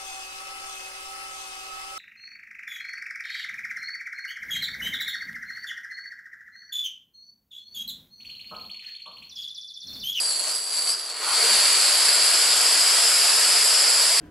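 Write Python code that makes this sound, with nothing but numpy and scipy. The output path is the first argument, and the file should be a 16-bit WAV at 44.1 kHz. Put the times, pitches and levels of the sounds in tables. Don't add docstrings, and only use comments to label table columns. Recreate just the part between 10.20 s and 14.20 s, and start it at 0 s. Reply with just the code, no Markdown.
import sys
import numpy as np
from scipy import signal
from scipy.fft import rfft, irfft
from scipy.io import wavfile
from scipy.ndimage import uniform_filter1d

SR = 44100
rng = np.random.default_rng(int(sys.argv[2]) if len(sys.argv) > 2 else 0)


def pcm_store(signal):
    levels = np.round(np.clip(np.atleast_2d(signal), -1, 1) * 32767)
    wavfile.write(sys.argv[1], SR, levels.astype(np.int16).T)


N = 176400

# t/s, ring level/dB, tick and knock level/dB (all levels are relative)
LINE_LEVELS = [(0, -26, -35), (.11, -26.5, -36.5), (.15, -29, -37.5), (.225, -34.5, -35.5),
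               (.27, -29, -33.5), (.35, -29, -36.5), (.42, -32.5, -40), (.48, -31, -39),
               (.585, -26.5, -34.5), (.645, -28.5, -37.5), (.68, -24.5, -31), (.72, -24, -36),
               (.755, -34, -38.5), (.795, -29, -36.5), (.83, -35.5, -41), (.90, -32, -36),
               (.94, -39, -40.5), (1.1, -30.5, -43)]
# t/s, ring level/dB, tick level/dB, knock level/dB
FIELD_LEVELS = [(.94, -38, -52, -43), (1.04, -33.5, -32.5, -36), (1.13, -24, -28, -36),
                (1.23, -21, -25, -30.5), (1.35, -20, -24, -30), (1.7, -20.5, -25, -32.5),
                (1.9, -19.5, -25.5, -31), (2.3, -21, -25, -32), (2.8, -20, -24, -31),
                (3.45, -20, -25, -31.5), (4, -20.5, -26, -32.5)]
# f/Hz, level/dB, T60/s, fractional spread of f at unit variety
WHITE_MODES = [(4620, 3.5, 0.017, 0.0416), (7686, -8, 0.024, 0.021), (8120, -7.5, .018, 0.019),
               (10120, -7.5, 0.021, 0.0082), (10660, -5, .018, 0.027)]
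# f/Hz, level/dB
TICK_SPECTRUM = [(100, -82), (250, -30), (500, -31.5), (1500, -5.5), (2500, 0.5), (4000, 1.5), (5500, 0.5),
                 (6400, -2), (7300, 2.5), (8600, 0), (9400, 1), (11000, -13.5), (12000, -8), (13200, -28),
                 (14600, -20), (15600, -33)]
KNOCK_SPECTRUM = [(30, -49), (110, -47), (150, -28), (200, -23), (260, -10), (350, -6.5), (460, -0.5),
                  (600, 0.5), (750, 1.5), (830, -2), (930, 0.5), (1400, 2), (2200, 0), (4000, -7.5),
                  (12000, -28)]


def amp(db):
    return 10 ** (np.asarray(db) / 20)


def read(points, hz):
    f, value = np.transpose(points)
    return np.interp(np.log(hz + 1), np.log(f), value)


def envelope(table, column=1):
    rows = np.array(table)
    return amp(np.interp(np.arange(N) / SR, rows[:, 0], rows[:, column]))


def add(mix, start, sound):
    part = mix[:, max(int(start * SR), 0):][:, :sound.shape[-1]]
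    part += sound[..., :part.shape[1]]


def colour(x, spectrum, size=2048):
    log_gain = np.log(amp(read(spectrum, abs(np.fft.fftfreq(size, 1 / SR)))))
    pulse = np.fft.ifft(np.exp(np.conj(signal.hilbert(log_gain)))).real
    return signal.oaconvolve(x, pulse[None] / np.linalg.norm(pulse), axes=1)[:, :N]


def cascade(start, end, per_s, spread_db=2.5):
    count = int((end - start) * per_s)
    jitter, strength = rng.random(N)[:count], rng.standard_normal(N)[:count]
    times = start + (np.arange(count) + 4 * jitter - 2) / per_s
    sizes = amp(spread_db * np.minimum(strength, 2.4))
    return times, sizes * np.sqrt(SR / per_s / np.mean(sizes ** 2))


def strike(times, sizes, sounds):
    out = np.zeros((2, N))
    place, polarity = rng.uniform(-1, 1, (len(times), 2)).T
    gains = sizes * np.sign(polarity) * np.array([np.ones(len(times)), np.sqrt(3) * place])
    for start, gain, sound in zip(times, gains.T, sounds):
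        add(out, start, gain[:, None] * sound)
    return out


def room(x, size=14000, spots=8):
    decay_times = [(200, 0.2), (1000, 0.35), (5000, 0.19), (14000, 0.16)]
    out = np.zeros((2, N))
    active_spot = rng.integers(0, spots, N // 256 + 1).repeat(256)[:N]
    for spot in range(spots):
        taps = rng.standard_normal((2, size)) * (rng.random((2, size)) < .1)
        taps *= np.arange(size) > .003 * SR
        hz, t, spectra = signal.stft(taps, SR, nperseg=256)
        tail = signal.istft(spectra * amp(-60 * t / read(decay_times, hz)[:, None]), SR)[1]
        tail /= np.linalg.norm(tail, axis=1, keepdims=True)
        crossfade = np.sin(np.pi / 2 * uniform_filter1d((active_spot == spot) * 1., size=256))
        out += signal.oaconvolve(x * crossfade, tail, axes=1)[:, :N]
    return signal.sosfilt(signal.butter(4, 240, "high", fs=SR, output="sos"), out)


def board_booms(sag=.105):
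    resonances = [(1.009, 1203, 690, -37, .24), (1.182, 473, 25.2, -40.5, 0.077),
                  (1.25, 219.5, 39.7, -56, 0.266)]
    out = np.zeros((2, N))
    for start, hz, width, db, length in resonances:
        t = np.arange(0, length, 1 / SR)
        noise = rng.standard_normal(N) + 1j * rng.standard_normal(N)
        stir = signal.sosfilt(signal.butter(6, width / 2, fs=SR, output="sos"), noise)[-len(t):]
        carrier = np.exp(2j * np.pi * np.cumsum(hz * (1 - sag * t / length)) / SR)
        boom = np.sin(np.pi * (t / length) ** .6) * (stir * carrier).real
        add(out, start, amp(db) * boom / boom.std())
    return out


def edge_snaps():
    times, sizes = cascade(FIELD_LEVELS[0][0], N / SR, per_s=20)
    impulses = strike(times, sizes, np.ones(len(times))) * envelope(FIELD_LEVELS, column=2)
    return amp(-18) * colour(impulses, TICK_SPECTRUM)


def scuffs(times, sizes, t60=.011, size=500):
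    fade = amp(-60 * np.arange(size) / SR / t60)
    return strike(times, sizes, rng.standard_normal((len(times), size)) * fade / np.linalg.norm(fade))


def tile_rings(modes, pitches, variety, size=1300):
    rise_s, radiating_hz = .00022, (2700, 11940)
    upper_follow = .57
    t, rings = np.arange(size) / SR, np.zeros((len(pitches), size))
    for k, (hz, db, t60, spread) in enumerate(modes):
        detune, coupling, polarity = rng.standard_normal((3, len(pitches), 1))
        detune = np.clip((detune - detune.mean()) / detune.std(), -2.2, 2.2)
        ratio = (pitches[:, None] / modes[0][0]) ** (upper_follow if k else 1)
        tuned_hz = hz * ratio * (1 + variety * spread * detune)
        strength = np.sign(polarity) * amp(db + 1.8 * coupling)
        rings += strength * amp(-60 * t / t60) * np.sin(2 * np.pi * tuned_hz * t)
    radiation = signal.butter(4, radiating_hz, "band", fs=SR, output="sos")
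    rings = signal.sosfilt(radiation, rings * (1 - np.exp(-t / rise_s)))
    return rings / np.linalg.norm(rings, axis=1, keepdims=True)


def line_rings(times, sizes, step_s=.011, neighbours=3):
    lowest_mode = [(0, 4725), (.04, 4660), (.08, 4670), (.12, 4620), (.165, 4600), (.25, 4500), (.30, 4590),
                   (.345, 4860), (.42, 4670), (.53, 4650), (.60, 4630), (.72, 4754), (.86, 4680),
                   (.905, 4500), (.96, 4400), (1.1, 4540)]
    falls = np.arange(int(LINE_LEVELS[-1][0] / step_s) + neighbours) * step_s
    bank = tile_rings(WHITE_MODES, np.interp(falls, *np.transpose(lowest_mode)), variety=.44)
    which = (times / step_s + neighbours * (rng.random(len(times)) - .5)).astype(int)
    return strike(times, sizes, bank[np.clip(which, 0, len(bank) - 1)])


def single_line(knock_db=-4, treble_hz=5250):
    treble_levels = [(0, -2), (.72, -3.5), (.80, -8), (.93, -14), (1.1, -4.5)]
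    times, sizes = cascade(0, LINE_LEVELS[-1][0], per_s=900, spread_db=3)
    hits = scuffs(times, sizes) * envelope(LINE_LEVELS, column=2)
    rings = line_rings(times, sizes) * envelope(LINE_LEVELS)
    sound = rings + colour(hits, TICK_SPECTRUM) + amp(knock_db) * colour(hits, KNOCK_SPECTRUM)
    treble = signal.sosfiltfilt(signal.butter(6, treble_hz, "high", fs=SR, output="sos"), sound)
    return sound + treble * (envelope(treble_levels) - .5)


def hard_clacks(ring_db=10.5, contact_db=-8.5, rebound_s=.003, rebound_db=-3):
    impacts = [(0.0034, -8.5, 4720), (0.0184, -23, 4710), (0.0478, -20, 4700), (0.0544, -19, 4570),
               (0.0734, -22, 4560), (0.1059, -18, 4800), (0.1318, -13, 4340), (0.161, -12, 4550),
               (0.194, -11, 4400), (0.1999, -12, 4430), (0.2389, -11, 4520), (0.2937, -16, 4380),
               (0.3214, -16, 4850), (0.3494, -20, 5050), (0.3654, -17, 4340), (0.5347, -24, 4650),
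               (0.5404, -30, 4560), (0.5594, -27, 4370), (0.5724, -13, 4450), (0.5845, -16, 4820),
               (0.6225, -13, 4800), (0.674, -11, 4480), (0.6804, -18, 4530), (0.6958, -24, 4650),
               (0.6984, -22, 4650), (0.7109, -19, 4740), (0.7222, -20, 4630), (0.7916, -16, 4760),
               (0.852, -21, 4640), (0.9002, -15, 4460), (0.9154, -33, 4220)]
    starts, db, pitches = np.transpose(impacts)
    rings = strike(starts, amp(db), tile_rings(WHITE_MODES, pitches, variety=0))
    bounce = np.arange(3)
    times = starts[:, None] + rebound_s * bounce
    sizes = amp(db[:, None] + rebound_db * bounce)
    hits = scuffs(times.ravel(), sizes.ravel())
    contacts = colour(hits, TICK_SPECTRUM) + colour(hits, KNOCK_SPECTRUM)
    return amp(ring_db) * rings + amp(contact_db) * contacts


def field_rings(times, sizes, count=300):
    # f/Hz, level/dB, T60/s, fractional spread of f at unit variety
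    coloured_modes = [(4963, -0.5, .028, 0.0475), (7410, -6, 0.019, 0.024), (8040, -3, 0.014, .04),
                      (10130, -5, 0.014, 0.021), (10740, -3.5, 0.013, 0.04)]
    banks = [tile_rings(modes, np.full(count, modes[0][0]), variety=.92)
             for modes in (WHITE_MODES, coloured_modes)]
    coloured_share = np.interp(times, (1.3, 2.7), (0, .8))
    kind, which = rng.random((len(times), 2)).T
    rings = [banks[int(coloured)][int(pick * count)]
             for coloured, pick in zip(kind < coloured_share, which)]
    return strike(times, sizes, rings)


def wide_field(per_s=3200, scuff_t60=.0056):
    span = FIELD_LEVELS[0][0], N / SR
    collisions = cascade(*span, per_s)
    ticks = scuffs(*collisions, scuff_t60) * envelope(FIELD_LEVELS, column=2)
    landings = scuffs(*cascade(*span, per_s), scuff_t60) * envelope(FIELD_LEVELS, column=3)
    rings = field_rings(*collisions) * envelope(FIELD_LEVELS)
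    return rings + colour(ticks, TICK_SPECTRUM) + colour(landings, KNOCK_SPECTRUM)


def scene(room_db=-3, gain_db=-1.61, left_db=.15):
    stereo_width = [(60, -6), (200, -12), (1300, -17), (3000, -13), (4800, -8.5), (7500, -6), (10000, -1),
                    (12000, -3.5), (15000, -5)]
    direct = single_line() + hard_clacks() + wide_field() + edge_snaps() + board_booms()
    mid, side = amp(gain_db) * (direct + amp(room_db) * room(direct))
    side_gain = amp(read(stereo_width, np.fft.rfftfreq(2 * N, 1 / SR)))
    side = irfft(rfft(side, 2 * N) * side_gain)[:N]
    return np.array([(mid + side) * amp(left_db), (mid - side) * amp(-left_db)])


def record(dry):
    low_cut_hz, edge_hz = 160, 15750
    dry = signal.sosfilt(signal.butter(1, low_cut_hz, "high", fs=SR, output="sos"), dry)
    low_pass = signal.firwin(511, edge_hz, window=("kaiser", 9), fs=SR)
    return signal.oaconvolve(dry, low_pass[None], "same")


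dry = scene()
out = record(dry)
pcm_store(out)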